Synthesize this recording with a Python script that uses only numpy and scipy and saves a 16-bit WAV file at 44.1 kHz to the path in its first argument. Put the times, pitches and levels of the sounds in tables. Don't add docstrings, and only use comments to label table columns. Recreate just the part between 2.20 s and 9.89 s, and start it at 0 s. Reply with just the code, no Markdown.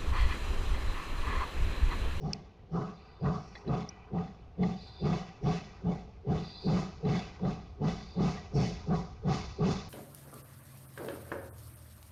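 import sys
import numpy as np
from scipy import signal
from scipy.fft import rfft, irfft, next_fast_len
from scipy.io import wavfile
from scipy.ndimage import uniform_filter1d, minimum_filter1d

SR = 44100
rng = np.random.default_rng(int(sys.argv[2]) if len(sys.argv) > 2 else 0)


def store_wav(level_fs):
    pcm = np.round(np.clip(np.atleast_2d(level_fs), -1, 1) * 32767)
    wavfile.write(sys.argv[1], SR, pcm.T.astype(np.int16))


N = 339129
TIME = np.arange(N) / SR

# (time [s], valve open [s], strength [dB],
# rasp compared with strength [dB], jet [dB], sizzle compared with jet [dB])
BEATS = [(0.015, .06, -34.6, -23, -63, -8), (0.514, .089, -33.0, -13.5, -63.3, -4.5),
         (1.015, .075, -28.8, -13.5, -60, -3.5), (1.464, .067, -29.6, -16.2, -56.6, -6.5),
         (1.918, .055, -32.2, -18.5, -61.7, -8), (2.384, .06, -29.0, -26, -57.7, -5),
         (2.815, .105, -29.3, -18, -52, -5.5), (3.23, .064, -29.1, -18, -48.5, -6.5),
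         (3.635, .058, -31.1, -22.5, -61.3, -4.5), (4.062, .075, -29.3, -18.5, -55, -5),
         (4.449, .098, -28.3, -17.3, -53, -1.5), (4.832, .105, -29.4, -19.5, -48.5, -7),
         (5.213, .038, -29.0, -18, -55.2, -5.5), (5.602, .059, -29.0, -17.5, -51.3, -2.5),
         (5.963, .092, -28.3, -18.3, -50.7, -2), (6.337, .075, -27.4, -23, -48.5, -1.5),
         (6.675, .05, -29.2, -15, -56.3, -2), (7.046, .062, -27.7, -13.5, -47.7, -.5),
         (7.392, .08, -26.5, -16, -47.8, -1)]
# (frequency [Hz], level [dB])
YARD_SPECTRUM = [(30, -2), (150, -2), (300, -7), (430, -4), (560, -10), (750, -8), (950, -16), (1700, -25),
                 (2400, -24), (4800, -31), (6500, -39), (8000, -54), (15000, -57)]
RUMBLE_SPECTRUM = [(15, -20), (30, -13), (45, -3), (57, 1), (80, -2), (105, -5), (150, -16), (230, -28),
                   (500, -45), (1500, -80)]
SIZZLE_SPECTRUM = [(2500, -30), (3600, -4), (4700, .5), (5400, 0), (6200, -4), (7000, -10.5), (7450, -22),
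                   (7900, -39), (9000, -35), (10200, -58)]
# (frequency [Hz], level [dB])
FIZZ_SPECTRUM = [(4500, -20), (6000, -3), (7000, 0), (7900, -18), (9000, -11), (9700, -25), (10300, -46),
                 (11200, -35), (12000, -23), (13200, -44), (15000, -54)]
# (time [s], level [dB])
ROLLING_LEVELS = [(0.0, -58), (6.38, -50), (6.57, -47), (7.69, -50)]
STROKE_DB = [-13.5, -17, -21, -18]
# (time [s], length [s], level [dB])
STEAM_SPITS = [(0, .15, -68), (.525, .03, -67), (1.13, .27, -65), (3.24, .05, -59), (6.35, .06, -49.5)]

SLIP_MODES = [(405, 70, 0), (500, 90, -9)]
THUMP_MODES = [(68, 34, 0), (110, 34, -1.5)]
BOOM_MODES = [(147, 34, -1.5), (175, 36, 0)]
RING_MODES = [(192, 26, 0)]
BARK_MODES = [(274, 28, 0), (350, 90, -4), (398, 50, -2), (428, 46, 1.5), (515, 110, -8)]
THROAT_MODES = [(625, 120, -6.5), (715, 70, -.5), (765, 64, 0), (845, 80, -7.5)]
RASP_MODES = [(1000, 110, -3), (1135, 110, 0), (1240, 110, -2), (1470, 260, -12.5)]
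BLAST_PIPE_MODES = [(1600, 260, -3.5), (1960, 145, 2.3), (2190, 300, -.5), (2600, 260, .5),
                    (2980, 175, -1.5), (3480, 290, -1.2), (4050, 700, -7.5), (4700, 500, -10)]
SPIT_MODES = [(4500, 800, -3), (5500, 900, 0)]
LEAK_MODES = [(2550, 300, -14), (3590, 220, -2.5), (4050, 190, -3), (4400, 800, -7), (4670, 140, 0),
              (4860, 160, -2)]
SCRAPE_MODES = [(1220, 200, -6), (1520, 160, -8), (1960, 90, 1), (2380, 260, 0), (2620, 140, -1),
                (2980, 140, -4)]
GRIND_MODES = [(425, 80, 0), (780, 140, 0), (960, 160, -2), (1200, 200, -6), (1500, 240, -10)]

# (lag [s], rise [s], fall [dB/s], echo tail [dB], tail fall [dB/s])
STROKE_SHAPE = (.015, .01, 160, -22, 60)
SLIP_SHAPE = (-.012, .006, 260, -30, 120)
BOOM_SHAPE = (.009, .0055, 180, -19.5, 58)
RING_SHAPE = (.055, .015, 130, -17, 60)
BARK_SHAPE = (.007, .009, 150, -15, 52)
THROAT_SHAPE = (.018, .009, 130, -16, 38)
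RASP_SHAPE = (.029, .008, 140, -14.5, 36)
CREST_SHAPE = (.033, .006, 330, -40, 200)
HISS_SHAPE = (.003, .016, 98, -16.5, 60)
SIZZLE_SHAPE = (.012, .015, 77, -14.5, 58)
FIZZ_SHAPE = (.024, .011, 190, -17, 60)
SCRAPE_SHAPE = (0., .008, 150, -20, 60)
LEAK_SHAPE = (0., .01, 150, -24, 65)

# (time [s], peak [dB], first pitch [Hz], last pitch [Hz], decay [s])
NEAR_TICKS = [(.1327, -20.5, 6100, 4000, .0008), (.1328, -31, 2900, 2100, .0005),
              (1.6895, -35.5, 4700, 6000, .0018)]
SCRAPE_DB = [-77, -68, -66, -65]
LEAK_DB = [-69.5, -57.5, -52, -60.5, -64]
# (time [s], level [dB], brightness [dB per octave])
ROD_KNOCKS = [(1.053, -43, -3), (1.353, -39, -3), (1.477, -46, 3), (1.983, -49, 0), (2.076, -50, 5),
              (2.431, -33, -12), (4.85, -44, 0), (5.25, -44, -4), (6.17, -39, -12), (6.75, -40, -4)]
# (pitch [Hz], level [dB], time to fade by 60 dB [s])
ROD_TONES = [(1168, -9, .06), (1920, 0, .05), (2040, -6, .06), (2480, -13, .05), (3420, -12, .05),
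             (3962, -5, .04), (4300, -10, .03)]
# (delay [s], level [dB])
STATION_ECHOES = [(.0235, -17), (.0586, -18), (.097, -20)]


def from_db(db):
    return np.exp(np.asarray(db) * (np.log(10) / 20))


def rms_one(x):
    return x / np.sqrt(np.mean(x ** 2) + 1e-20)


def flutter(depth_db, rate):
    step, warm_up = 40, 2000
    r = np.exp(-2 * np.pi * step * rate / SR)
    noise = rng.standard_normal(N // step + warm_up + 2)
    drift = rms_one(signal.lfilter([1], [1, -2 * r, r * r], noise)[warm_up:])
    return np.repeat(from_db(depth_db * drift), step)[:N]


def coloured(spectrum):
    hz, db = np.transpose(spectrum)
    size = next_fast_len(N, True)
    bins = np.maximum(np.fft.rfftfreq(size, 1 / SR), 1)
    gain = from_db(np.interp(np.log(bins), np.log(hz), db))
    return rms_one(irfft(rfft(rng.standard_normal(size)) * gain, size)[:N])


def resonant(modes, sputter_db=0):
    out, warm_up = 0, SR // 4
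    noise = rng.standard_normal(N + warm_up)
    for hz, width, db in modes:
        r = np.exp(-np.pi * width / SR)
        band = [(1 - r * r) / 2, 0, (r * r - 1) / 2, 1, -2 * r * np.cos(2 * np.pi * hz / SR), r * r]
        ringing = signal.sosfilt([band, band], np.roll(noise, rng.integers(N)))[warm_up:]
        out = out + from_db(db) * ringing * flutter(sputter_db, rate=20)
    return rms_one(out)


def evened(x, share):
    height = np.abs(signal.hilbert(x, next_fast_len(N))[:N])
    return rms_one(x / (height + .2) ** share)


def puffs(starts, lengths, levels_db, shape):
    lag, rise, fall, tail_db, tail_fall = shape
    coarse_time = TIME[::64]
    age = coarse_time - starts[:, None] - lag
    since_shut = np.maximum(age - lengths[:, None], 0)
    swell = (.5 + .5 * np.tanh(age / (2 * rise))) * from_db(levels_db)[:, None]
    fade_power = from_db(-fall * since_shut) ** 2 + from_db(tail_db - tail_fall * since_shut) ** 2
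    return np.interp(TIME, coarse_time, np.sqrt(np.sum(fade_power * swell ** 2, axis=0)))


def beat_times():
    start = np.transpose(BEATS)[0]
    gaps = np.diff(start)
    return start, np.append(gaps, gaps[-1])


def each_turn(values):
    return np.resize(values, len(BEATS))


def yard():
    return from_db(-60.5) * coloured(YARD_SPECTRUM)


def wheels():
    start, length, strength_db = np.transpose(BEATS)[:3]
    rolling_db = np.interp(TIME, *np.transpose(ROLLING_LEVELS)) + 1.2
    rolling = from_db(rolling_db) * flutter(depth_db=2.2, rate=14)
    strokes = puffs(start, length, strength_db + each_turn(STROKE_DB), STROKE_SHAPE)
    return np.hypot(rolling, strokes) * evened(coloured(RUMBLE_SPECTRUM), share=.5)


def cylinder_spits():
    return resonant(SPIT_MODES, sputter_db=2.5) * puffs(*np.transpose(STEAM_SPITS), LEAK_SHAPE)


def exhaust():
    start, length, strength_db, rasp_db = np.transpose(BEATS)[:4]
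    ones = np.ones(len(start))

    def blast(relative_db, shape, seconds=length):
        return puffs(start, seconds, strength_db + relative_db, shape)

    slip = resonant(SLIP_MODES, sputter_db=1.5) * blast(-16.3, SLIP_SHAPE, seconds=.03 * ones)
    chimney_air = evened(resonant(BOOM_MODES), share=.8)
    thump = from_db(-13.5) * resonant(THUMP_MODES)
    boom = (from_db(-.7) * chimney_air + thump) * blast(0, BOOM_SHAPE)
    bark_db = -11.5 + .25 * start
    bark = resonant(BARK_MODES, sputter_db=1.8) * blast(bark_db, BARK_SHAPE)
    throat = resonant(THROAT_MODES, sputter_db=2.2) * blast(-13.6, THROAT_SHAPE)
    rasp = resonant(RASP_MODES, sputter_db=2.5) * blast(rasp_db - .2, RASP_SHAPE)
    smokebox_ring = resonant(RING_MODES) * blast(-13, RING_SHAPE)
    crest = 1 + .35 * puffs(start, .012 * ones, np.zeros(len(start)), CREST_SHAPE)
    squeeze = flutter(depth_db=1, rate=25) * (1 + .12 * chimney_air)
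    return slip + smokebox_ring + (boom + bark + throat) * crest + (rasp + jet_and_fizz()) * squeeze


def jet_and_fizz():
    beat, valve_open, _, _, jet_db, bright_db = np.transpose(BEATS)
    start = beat + .021 + .0033 * beat
    length = valve_open + .04 - .007 * beat
    sizzle_db = jet_db + bright_db
    hiss = resonant(BLAST_PIPE_MODES, sputter_db=2.8) * puffs(start, length, jet_db + .8, HISS_SHAPE)
    sizzle = coloured(SIZZLE_SPECTRUM) * puffs(start, length, sizzle_db, SIZZLE_SHAPE)
    fizz = coloured(FIZZ_SPECTRUM) * puffs(start, length, sizzle_db - 11, FIZZ_SHAPE)
    return hiss + sizzle + fizz


def ticks(glide_s=.0018):
    out, age = np.zeros(N), TIME[:SR // 20]
    for start, peak_db, first_hz, last_hz, decay in NEAR_TICKS:
        hz = last_hz + (first_hz - last_hz) * np.exp(-age / glide_s)
        height = age / decay * np.exp(1 - age / decay)
        at = round(start * SR)
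        out[at:at + len(age)] += from_db(peak_db) * height * np.sin(2 * np.pi * np.cumsum(hz) / SR)
    return out


def sliding_parts(grind_lag_s=.06):
    beat, gap = beat_times()
    start, length, level_db = beat + .52 * gap, .3 * gap, each_turn(SCRAPE_DB)
    scrape = resonant(SCRAPE_MODES, sputter_db=3.5) * puffs(start, length, level_db, SCRAPE_SHAPE)
    grind_volume = puffs(start + grind_lag_s, length, level_db + 4, SCRAPE_SHAPE)
    grind = resonant(GRIND_MODES, sputter_db=3) * grind_volume
    return (scrape + grind) * flutter(depth_db=2.5, rate=35)


def cylinder_leak():
    beat, gap = np.array(beat_times())[:, 1::4]
    return resonant(LEAK_MODES, sputter_db=3) * puffs(beat + .44 * gap, .76 * gap, LEAK_DB, LEAK_SHAPE)


def rods(contact_s=.006):
    out, age = np.zeros(N), TIME[:SR // 8]
    hz, tone_db, fade_s = np.transpose(ROD_TONES)[:, :, None]
    tones = from_db(tone_db - 60 * age / fade_s) * np.sin(2 * np.pi * hz * age)
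    for start, level_db, bright_db in ROD_KNOCKS:
        contact = np.exp(-age / contact_s) * rng.standard_normal(len(age))
        ring = np.sum(from_db(bright_db * np.log2(hz / 2000)) * tones, axis=0)
        knock = signal.fftconvolve(contact, ring)[:len(age)]
        at = round(start * SR)
        out[at:at + len(age)] += from_db(level_db) * knock / np.abs(knock).max()
    return signal.sosfilt(signal.butter(6, 6000, fs=SR, output="sos"), out)


def station(x):
    dull = signal.sosfilt(signal.butter(1, 4000, fs=SR, output="sos"), x)
    echoes = (from_db(db) * np.interp(TIME - delay, TIME, dull, left=0) for delay, db in STATION_ECHOES)
    return x + sum(echoes)


def scene():
    engine = cylinder_spits() + exhaust() + sliding_parts() + cylinder_leak() + rods()
    return (yard() + wheels() + station(engine) + ticks())[None]


def limiter(x, ceiling_db, release_db_per_s):
    over_db = np.maximum(20 * np.log10(np.abs(x).max(axis=0) + 1e-9) - ceiling_db, 0)
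    recovery_db = release_db_per_s * TIME
    cut_db = np.maximum.accumulate(over_db + recovery_db) - recovery_db
    early_gain_db = minimum_filter1d(-cut_db, size=129)
    return x * from_db(uniform_filter1d(early_gain_db, size=129))


def record(dry):
    held = limiter(dry, ceiling_db=-19.8, release_db_per_s=150)
    return signal.sosfilt(signal.cheby2(12, 70, 15500, fs=SR, output="sos"), held)


dry = scene()
out = record(dry)
store_wav(out)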